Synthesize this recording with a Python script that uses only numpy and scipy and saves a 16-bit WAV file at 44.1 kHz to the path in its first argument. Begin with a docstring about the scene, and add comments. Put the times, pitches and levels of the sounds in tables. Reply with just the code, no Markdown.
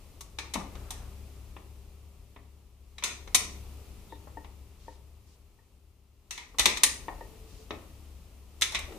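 """In a workshop, close to the microphone, a hand works the gear lever of a motorcycle whose engine is off.
Ratchet and shift drum click and clack: shaped noise cracks, modes of the steel and reflections.
As the belt pulley is rocked, gear dogs knock dully (decaying modes) and belt and shaft rub (band noise).
Below lie a low hum of wavering sines and a thin hiss of shaped noise, which swell and fade."""
import sys
import numpy as np
from scipy import signal
from scipy.fft import rfft, irfft
from scipy.io import wavfile
from scipy.ndimage import uniform_filter1d

SR = 44100
rng = np.random.default_rng(int(sys.argv[2]) if len(sys.argv) > 2 else 0)


def unload_wav(signal):
    """Save mono or channel-first audio to the path in sys.argv[1] as 16-bit WAV at rate SR, clipped to [-1, 1]."""
    wavfile.write(
        sys.argv[1],
        SR,
        np.round(np.clip(np.atleast_2d(signal).T, -1, 1) * 32767).astype(np.int16),
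    )


N = 396018  # samples

# All table levels are relative; gains follow where the sources are built.
# Spectrum of the background rumble and hiss: (frequency [Hz], density [dB per Hz])
AIR_SPECTRUM = [(15, -19), (24, -13), (31, -15), (41, -2), (54, -10.5), (72, -6), (90, -15), (135, -23),
                (330, -26), (700, -33), (1260, -36), (1560, -44), (2650, -37), (3300, -40), (15000, -44)]
# Crests of the swelling hiss and hum: (time [s], hiss level [dB], hum level [dB])
SWELLS = [(0, 1.5, -51.5), (.8, 5.5, -42), (3.5, 6, -42.5), (7.001, 5.5, -54.5), (7.75, 3, -49),
          (8.98, 8, -59)]
# Spectral lines of the hum: (frequency [Hz], level [dB], nominal line width [Hz])
HUM_LINES = [(69.2, -3, 1.57), (102.6, -14, 1.7), (108.3, -18.5, 1.2), (164, -23.5, 0.87),
             (200, -22.5, 1.4), (400, -22.5, 2)]
# Likeness of the two channels: (frequency [Hz], shared share of amplitude [0-1])
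CHANNEL_LIKENESS = [(60, .95), (130, .86), (290, .85), (640, .78), (1400, .56), (3100, .25), (7000, .1)]
# Left channel over right: (frequency [Hz], level difference [dB])
LEFT_OVER_RIGHT = [(60, 4.5), (1200, 4), (2400, 2.5), (4400, 1), (8000, 2), (15000, -0.5)]
# Reverberation of the workshop: (frequency [Hz], t60 [s])
ROOM_DECAY = [(250, 0.91), (800, 0.5), (2200, 0.41), (3800, 0.4), (6000, 0.39), (9500, 0.34), (14000, 0.23)]
# Colour of its reflections: (frequency [Hz], level [dB])
WALL_COLOUR = [(300, 3), (800, -0.5), (1300, 0.5), (2400, 1), (3750, -4), (5000, 0.5), (6300, -2.5),
               (8000, -1.5), (14000, -2)]
# Belt and shaft rubbing as the pulley turns:
# (time [s], length [s], level [dB], centre [Hz], full width at half amplitude [Hz])
RUBS = [(0.599, 0.61, -59, 786, 1700), (4.08, 0.11, -63.5, 3720, 400), (4.759, 0.25, -64.5, 4550, 6900),
        (5.242, 0.14, -68.5, 5460, 5900), (7.2, .52, -60, 436, 14), (7.443, 0.25, -62.5, 5100, 5600),
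        (8.861, 0.15, -49.5, 385, 490)]
# The frame booming under some of the blows: (time [s], level [dB], pitch [Hz])
FRAME_BOOMS = [(.555, -35.5, 213), (.557, -39.5, 880), (6.594, -38.5, 62), (6.657, -38, 390),
               (7.083, -46, 845), (7.209, -51, 468), (7.707, -44, 330), (7.708, -48.5, 690)]
# Gear dogs taking up their slack: (time [s], level [dB], brightness [dB per octave])
DOGS = [(4.1225, -40.5, -0.5), (4.3709, -38.5, 0.5), (4.8803, -43, -1), (5.5868, -63, 10.5),
        (7.0822, -38.5, 9.5), (7.2078, -39.5, 3.5)]
# Modes of the gear train: (frequency [Hz], level [dB], t60 [s])
GEAR_MODES = [(302, -10.5, 0.19), (418, -1.5, 0.062), (510, -6, 0.1), (612, -5.5, 0.052), (708, 2, 0.027),
              (910, 6, 0.058), (917, -1.5, 0.086), (1787, -9.5, 0.061), (1877, -8.5, 0.069)]
# Centres of the bands in which a blow is built: [Hz]
BANDS_HZ = [450, 1100, 2300, 4000, 7500, 13000]
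# Broad response of the gearbox case: (frequency [Hz], level [dB])
CASE_RESPONSE = [(90, -17), (230, -2), (650, -5), (1130, 3.5), (1570, -13.5), (1880, -3), (2400, -1),
                 (3050, -4), (3750, 7), (4750, -1), (6100, 5.5), (8200, 0.5), (9300, -1), (15000, -13.5)]
# Modes of lever, shaft and drum, detuned slightly at each blow: (frequency [Hz], level [dB], t60 [s])
STEEL_MODES = [(235, -5, .15), (305, -5, .15), (350, -6, .12), (445, -4, .1), (560, -6, .08),
               (790, -4, .05), (960, -4, .06), (1090, -4, .05), (1210, -5, .05), (1794, -5, .1),
               (1890, -4, .08), (1972, -5, .1), (2198, -8, .11), (2250, -8, .11), (2460, -7, .08),
               (2960, -5, .1), (3423, -2, .08), (3732, -2, .06), (3968, -2, .06), (4236, -6, .07),
               (5701, -6, .12), (5897, -6, .1), (6115, -5, .1), (6332, -4, .11), (7430, -7, .07),
               (7735, -8, .08), (8565, -7, .09), (9240, -3, .06), (9450, -7, .07), (11400, -9, .06)]
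# Dull knocks of the case as the gears engage; a softer contact has a lower cut-off:
# (time [s], level [dB], cut-off [Hz])
KNOCKS = [(0.5544, -37.5, 2600), (.607, -45.5, 1700), (.753, -54.5, 6500), (1.565, -51.5, 2700),
          (2.362, -54.5, 2600), (3.2748, -52.5, 7000), (4.272, -52, 1200), (4.445, -56, 3900),
          (6.5447, -54, 1200), (7.082, -42.5, 2100), (7.7065, -41, 4200), (8.922, -56, 4000)]
# Colour of a knock: (frequency [Hz], level [dB])
KNOCK_COLOUR = [(450, -1), (1100, 0), (2300, -1), (4000, -3.5), (7500, -3.5), (13000, -8)]
# Sharp clicks of ratchet, pawl and shift drum: (time [s], level [dB], brightness [dB per octave],
# thud [dB], pitch of the struck part [Hz], reflections [dB])
CLICKS = [ (.208, -56.5, 7, 11.5, 3960, -7.5), (0.3861, -38, -2.5, 3, 4050, -3),
          (.537, -45.5, 4, 9, 3650, -8), (0.54, -41, 2.6, 2, 3700, -4.5), (0.9056, -49, 6, 9.5, 3900, -3.5),
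          (2.982, -46, -4.5, -3, 3830, -6), (3.0241, -43.5, -11, 5, 2410, 0.5),
          (3.0373, -32.5, 1, -3.5, 6400, -0.5), (3.346, -24.5, 3, -1.5, 6060, -6),
          (3.35, -30.5, 4.5, -1, 9200, -7.5), (6.308, -42, 1, -4, 6100, -1), (6.377, -44, -3, -1, 2200, -1),
          (6.585, -33, .9, 2, 6110, -3.5), (6.594, -25.4, 1.3, -2.5, 3780, -4.5),
          (6.6563, -19.5, -1, -3, 3670, -5), (6.7711, -36.5, -.5, -1, 3840, -10.5),
          (6.834, -22.5, 3.5, -4, 9230, -7), (8.6116, -42, 4.5, 0.8, 2400, 3.5),
          (8.62, -24.5, -0.65, -12, 3570, -7), (8.721, -46.5, 0.5, 5.5, 3750, 3.5),
          (8.747, -32.5, -4, -3, 2420, -2.5), (8.7533, -30.5, -7, -10, 3840, -9),
          (8.79, -52, 5, 10, 3750, -9)]
# Colour of a click: (frequency [Hz], level [dB])
CLICK_COLOUR = [(450, -16), (1100, -8), (2300, -1.06), (4000, -0.54), (7500, -2.5), (13000, -9)]

SWELL_DB_PER_S, HISS_SINK_DB_PER_S, HUM_SINK_DB_PER_S = 18.5, 6.5, 7
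BOOM_T60_S, BOOM_WIDTH = .33, .45  # width as a share of the pitch
CLICK_T60_S, KNOCK_T60_S = 0.067, .05  # at 4000 Hz
KNOCK_ROOM_DB = -6.5
THUD_HZ, BRIGHT_HZ = 990, 2420  # thud is full below the first, gone at the second, where brightness begins
PING_DB, PING_WIDTH_HZ, PING_T60_S = -5.5, 450, 0.052  # ring round the pitch of the struck part
CHATTER_DB, CHATTER_DB_PER_S, CHATTER_FROM_S, CHATTER_TO_S = -18, 128.5, .012, .11
EDGE_HZ = 15250  # upper band limit


def amp(db):
    """Level and amplitude: 20 dB are a factor of ten."""
    return 10 ** (np.asarray(db) / 20)


def evened(x):
    """Normalization: scales a signal to rms 1."""
    return x / np.sqrt(np.mean(x ** 2) + 1e-20)


def read(points, hz):
    """Interpolation of a table along a logarithmic frequency axis."""
    f, value = np.transpose(points)
    return np.interp(np.log(hz + 1), np.log(f + 1), value)


def add(mix, s, sound):
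    """Superposition: a stereo sound is summed in at time s, in place."""
    part = mix[:, round(s * SR):][:, :sound.shape[1]]
    part += sound[:, :part.shape[1]]


def noise(colour, size):
    """Partial coherence: stereo noise of gain colour(Hz), alike in the bass, nearly unrelated in the treble."""
    hz = np.fft.rfftfreq(size, 1 / SR)
    a, b, c, d = rng.standard_normal((4, len(hz)))
    alike = np.clip(read(CHANNEL_LIKENESS, hz), 0, 1)
    left = a + 1j * b
    right = alike * left + np.sqrt(1 - alike ** 2) * (c + 1j * d)
    return evened(irfft(np.array([left, right]) * colour(hz), size))


def resonance(centre_hz, width_hz):
    """Resonance curve: gain falls to half at half the width from the centre."""
    return lambda f: 1 / (1 + (2 * (f - centre_hz) / width_hz) ** 2)


def swell(crests_db, sink_db_per_s):
    """Exponential growth and decay: gain climbs quickly to each crest and sinks more slowly after it."""
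    since = np.arange(N) / SR - np.array(SWELLS)[:, :1]
    slopes_db = np.minimum(SWELL_DB_PER_S * since, -sink_db_per_s * since)
    return amp((crests_db[:, None] + slopes_db).max(0))


def air(level_db=-52):
    """Broadband noise: the rumble and hiss of the workshop have a continuous spectrum."""
    hiss = noise(lambda f: amp(read(AIR_SPECTRUM, f)) * (f > 8), N)
    return amp(level_db) * swell(np.array(SWELLS)[:, 1], HISS_SINK_DB_PER_S) * hiss


def hum(level_db=0, waver=0.13):
    """Line broadening: a random walk of phase widens each low line, whose strength also wavers."""
    t, out = np.arange(N) / SR, np.zeros(N)
    for hz, db, width in HUM_LINES:
        drift = np.cumsum(rng.standard_normal(N)) * np.sqrt(2 * np.pi * width / SR)
        smooth = uniform_filter1d(rng.standard_normal(N), size=6000)
        flutter = evened(uniform_filter1d(smooth, size=3000))
        phase = 2 * np.pi * hz * t + uniform_filter1d(drift, size=2000)
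        out += np.sqrt(2) * amp(db) * (1 + waver * flutter) * np.sin(phase)
    return amp(level_db) * swell(np.array(SWELLS)[:, 2], HUM_SINK_DB_PER_S) * out


def workshop(x, wet_db=-2, build_s=0.0077):
    """Reverberation: dense reflections from machine and walls, each band dying at its own rate."""
    taps = noise(np.ones_like, size=20480)
    hz, t, z = signal.stft(taps, SR, nperseg=256)
    fade = amp(read(WALL_COLOUR, hz)[:, None] - 60 * t / read(ROOM_DECAY, hz)[:, None])
    tail = signal.istft(z * fade, SR, nperseg=256)[1]
    seconds = np.arange(tail.shape[1]) / SR
    tail = tail * (1 - np.exp(-(seconds / build_s) ** 2))
    wet = signal.fftconvolve(x, tail / np.linalg.norm(tail[0]), axes=1)
    return amp(wet_db) * wet[:, :x.shape[1]]


def in_room(sound, room_db):
    """Direct and reflected sound: one blow with its own reflections."""
    sound = np.pad(sound, ((0, 0), (0, SR // 3)))
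    return sound + amp(room_db) * workshop(sound)


def rubs():
    """Friction noise: rubbing surfaces excite one resonance, in a soft swell."""
    out = np.zeros((2, N))
    for s, length, db, hz, width in RUBS:
        size = int(length * SR)
        rub = noise(resonance(hz, width), size)
        add(out, s, amp(db) * rub * signal.windows.tukey(size, .6))
    return out


def burst(hz, width, t60):
    """Bandwidth and build-up: crowded resonances round one pitch, slower to build when narrow."""
    t = np.arange(SR // 2) / SR
    body = noise(resonance(hz, width), len(t)) * amp(-60 * t / t60)
    early = body[:, :SR // 30]
    return (1 - np.exp(-np.pi * width * t)) * body / early.std()


def frame():
    """Structural resonance: the frame booms under some of the blows."""
    out = np.zeros((2, N))
    for s, db, hz in FRAME_BOOMS:
        add(out, s, amp(db) * burst(hz, BOOM_WIDTH * hz, BOOM_T60_S))
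    return out


def ring(modes, t, scatter_db):
    """Modal decay: each blow excites the modes differently; high ones reach the channels out of step."""
    hz, db, t60 = np.transpose(modes)[:, :, None]
    size, phase, skew = rng.standard_normal((3, len(modes), 1))
    apart = skew * np.minimum(hz / 3000, 2)
    fade = amp(db + scatter_db * size - 60 * t / t60)
    angle = 2 * np.pi * (hz * t + phase)
    return np.array([(fade * np.sin(angle + side * apart)).sum(0) for side in (-.5, .5)])


def dogs(tick_db=-5, tick_t60=0.023):
    """Damped modes: gear dogs knock dully in the oily gear train, with a short tick of contact noise."""
    out, t = np.zeros((2, N)), np.arange(SR // 2) / SR
    onset = 1 - np.exp(-t / 0.0017)
    for s, db, bright_db in DOGS:
        modes = [(hz, level + bright_db * np.log2(hz / 926), t60) for hz, level, t60 in GEAR_MODES]
        contact = noise(lambda f: f / (f + 200) / (1 + (f / 1100) ** 2), len(t))
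        tick = contact * amp(tick_db - 60 * t / tick_t60)
        teeth = ring(modes, t, scatter_db=1)
        add(out, s, amp(db) * (teeth + tick) * onset)
    return out


def blow(levels_db, t60, bass_hold=0.094, direct_s=0.00034):
    """Impact excitation: a crack of dense, quickly dying case resonances and a faint ring of the steel."""
    size, attack = 12288, 617  # samples
    steel_db, detune, rise_s = -10, .004, .0006
    t, hz = np.arange(size) / SR, np.fft.rfftfreq(size, 1 / SR)
    crack = noise(lambda f: amp(read(CASE_RESPONSE, f)) * f ** 2 / (f ** 2 + 110 ** 2), size)
    # the first instant reaches both channels alike, before the machine's surfaces scatter it
    direct = np.exp(-t / direct_s)
    right = direct * crack[0] + np.sqrt(1 - direct ** 2) * crack[1]
    crack = rfft([crack[0], right])
    # the parts bear on each other differently at every blow, which shifts their modes
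    shift = np.outer(rng.standard_normal(len(STEEL_MODES)), [detune, 0, 0])
    steel = rfft(ring(np.array(STEEL_MODES) * (1 + shift), t, scatter_db=2.5), 2 * size)
    steel_hz = np.fft.rfftfreq(2 * size, 1 / SR)
    onset = 1 - np.exp(-t / rise_s)
    out = np.zeros((2, size))
    for centre, db, share in zip(BANDS_HZ, levels_db, np.eye(len(BANDS_HZ))):
        band = list(zip(BANDS_HZ, share))  # full at its own centre, nothing at the neighbours'
        band_t60 = t60 * (4000 / centre) ** bass_hold
        dense = irfft(crack * read(band, hz), size) * amp(-60 * t / band_t60)
        lines = irfft(steel * read(band, steel_hz))[:, :size]
        dense = dense / dense[:, :attack].std()
        lines = lines / lines[:, :attack].std()
        part = onset * (dense + amp(steel_db) * lines)
        out += amp(db) * part / part[:, :attack].std()
    return out


def chatter(sound):
    """Repeated impact: loose parts rebound weakly six times, at uneven moments, after a blow."""
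    out = np.pad(sound, ((0, 0), (0, SR // 4)))
    for when, strength in rng.random((6, 2)):
        s = CHATTER_FROM_S + when * (CHATTER_TO_S - CHATTER_FROM_S)
        add(out, s, strength * amp(CHATTER_DB - CHATTER_DB_PER_S * s) * sound)
    return out


def knocks(level_db=-1):
    """Contact time: softer blows inside the case last longer, which cuts their treble off steeply."""
    out, bands = np.zeros((2, N)), np.array(BANDS_HZ)
    for s, db, cut_hz in KNOCKS:
        softness_db = -10 * np.log10(1 + (bands / cut_hz) ** 10)
        knock = chatter(blow(db + read(KNOCK_COLOUR, bands) + softness_db, KNOCK_T60_S))
        add(out, s, in_room(knock, KNOCK_ROOM_DB))
    return amp(level_db) * out


def octaves_bright(hz):
    """Spectral tilt: octaves above the pitch where brightness begins."""
    return np.maximum(np.log2(hz / BRIGHT_HZ), 0)


def clicks(level_db=-1):
    """Hard impact: steel snaps on steel with a bright crack, a thud in the case and a ping of the struck part."""
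    out, bands = np.zeros((2, N)), np.array(BANDS_HZ)
    bass = read([(THUD_HZ, 1), (BRIGHT_HZ, 0)], bands)
    for s, db, bright_db, thud_db, hz, room_db in CLICKS:
        colour_db = read(CLICK_COLOUR, bands) + bright_db * octaves_bright(bands) + thud_db * bass
        click = chatter(blow(db + colour_db, CLICK_T60_S))
        ping_db = db + PING_DB + bright_db * octaves_bright(hz)
        add(click, 0, amp(ping_db) * burst(hz, PING_WIDTH_HZ, PING_T60_S))
        add(out, s, in_room(click, room_db))
    return amp(level_db) * out


def scene(dog_room_db=-10):
    """Superposition: the gearbox sounds, those of frame and belt, and the background add linearly."""
    teeth = dogs()
    gearbox = clicks() + knocks() + teeth + amp(dog_room_db) * workshop(teeth)
    return gearbox + frame() + rubs() + hum() + air()


def record(dry):
    """Saturation and band limit: the channels are tilted apart, hard peaks rounded, the top cut off."""
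    ceiling = .8
    lean_db = read(LEFT_OVER_RIGHT, np.fft.rfftfreq(N, 1 / SR)) * np.array([[.5], [-.5]])
    leaning = irfft(rfft(dry) * amp(lean_db), N)
    rounded = leaning / (1 + (leaning / ceiling) ** 4) ** .25
    lowpass = signal.firwin(511, EDGE_HZ, window=("kaiser", 9), fs=SR)
    return signal.oaconvolve(rounded, lowpass[None], "same")


dry = scene()
out = record(dry)
unload_wav(out)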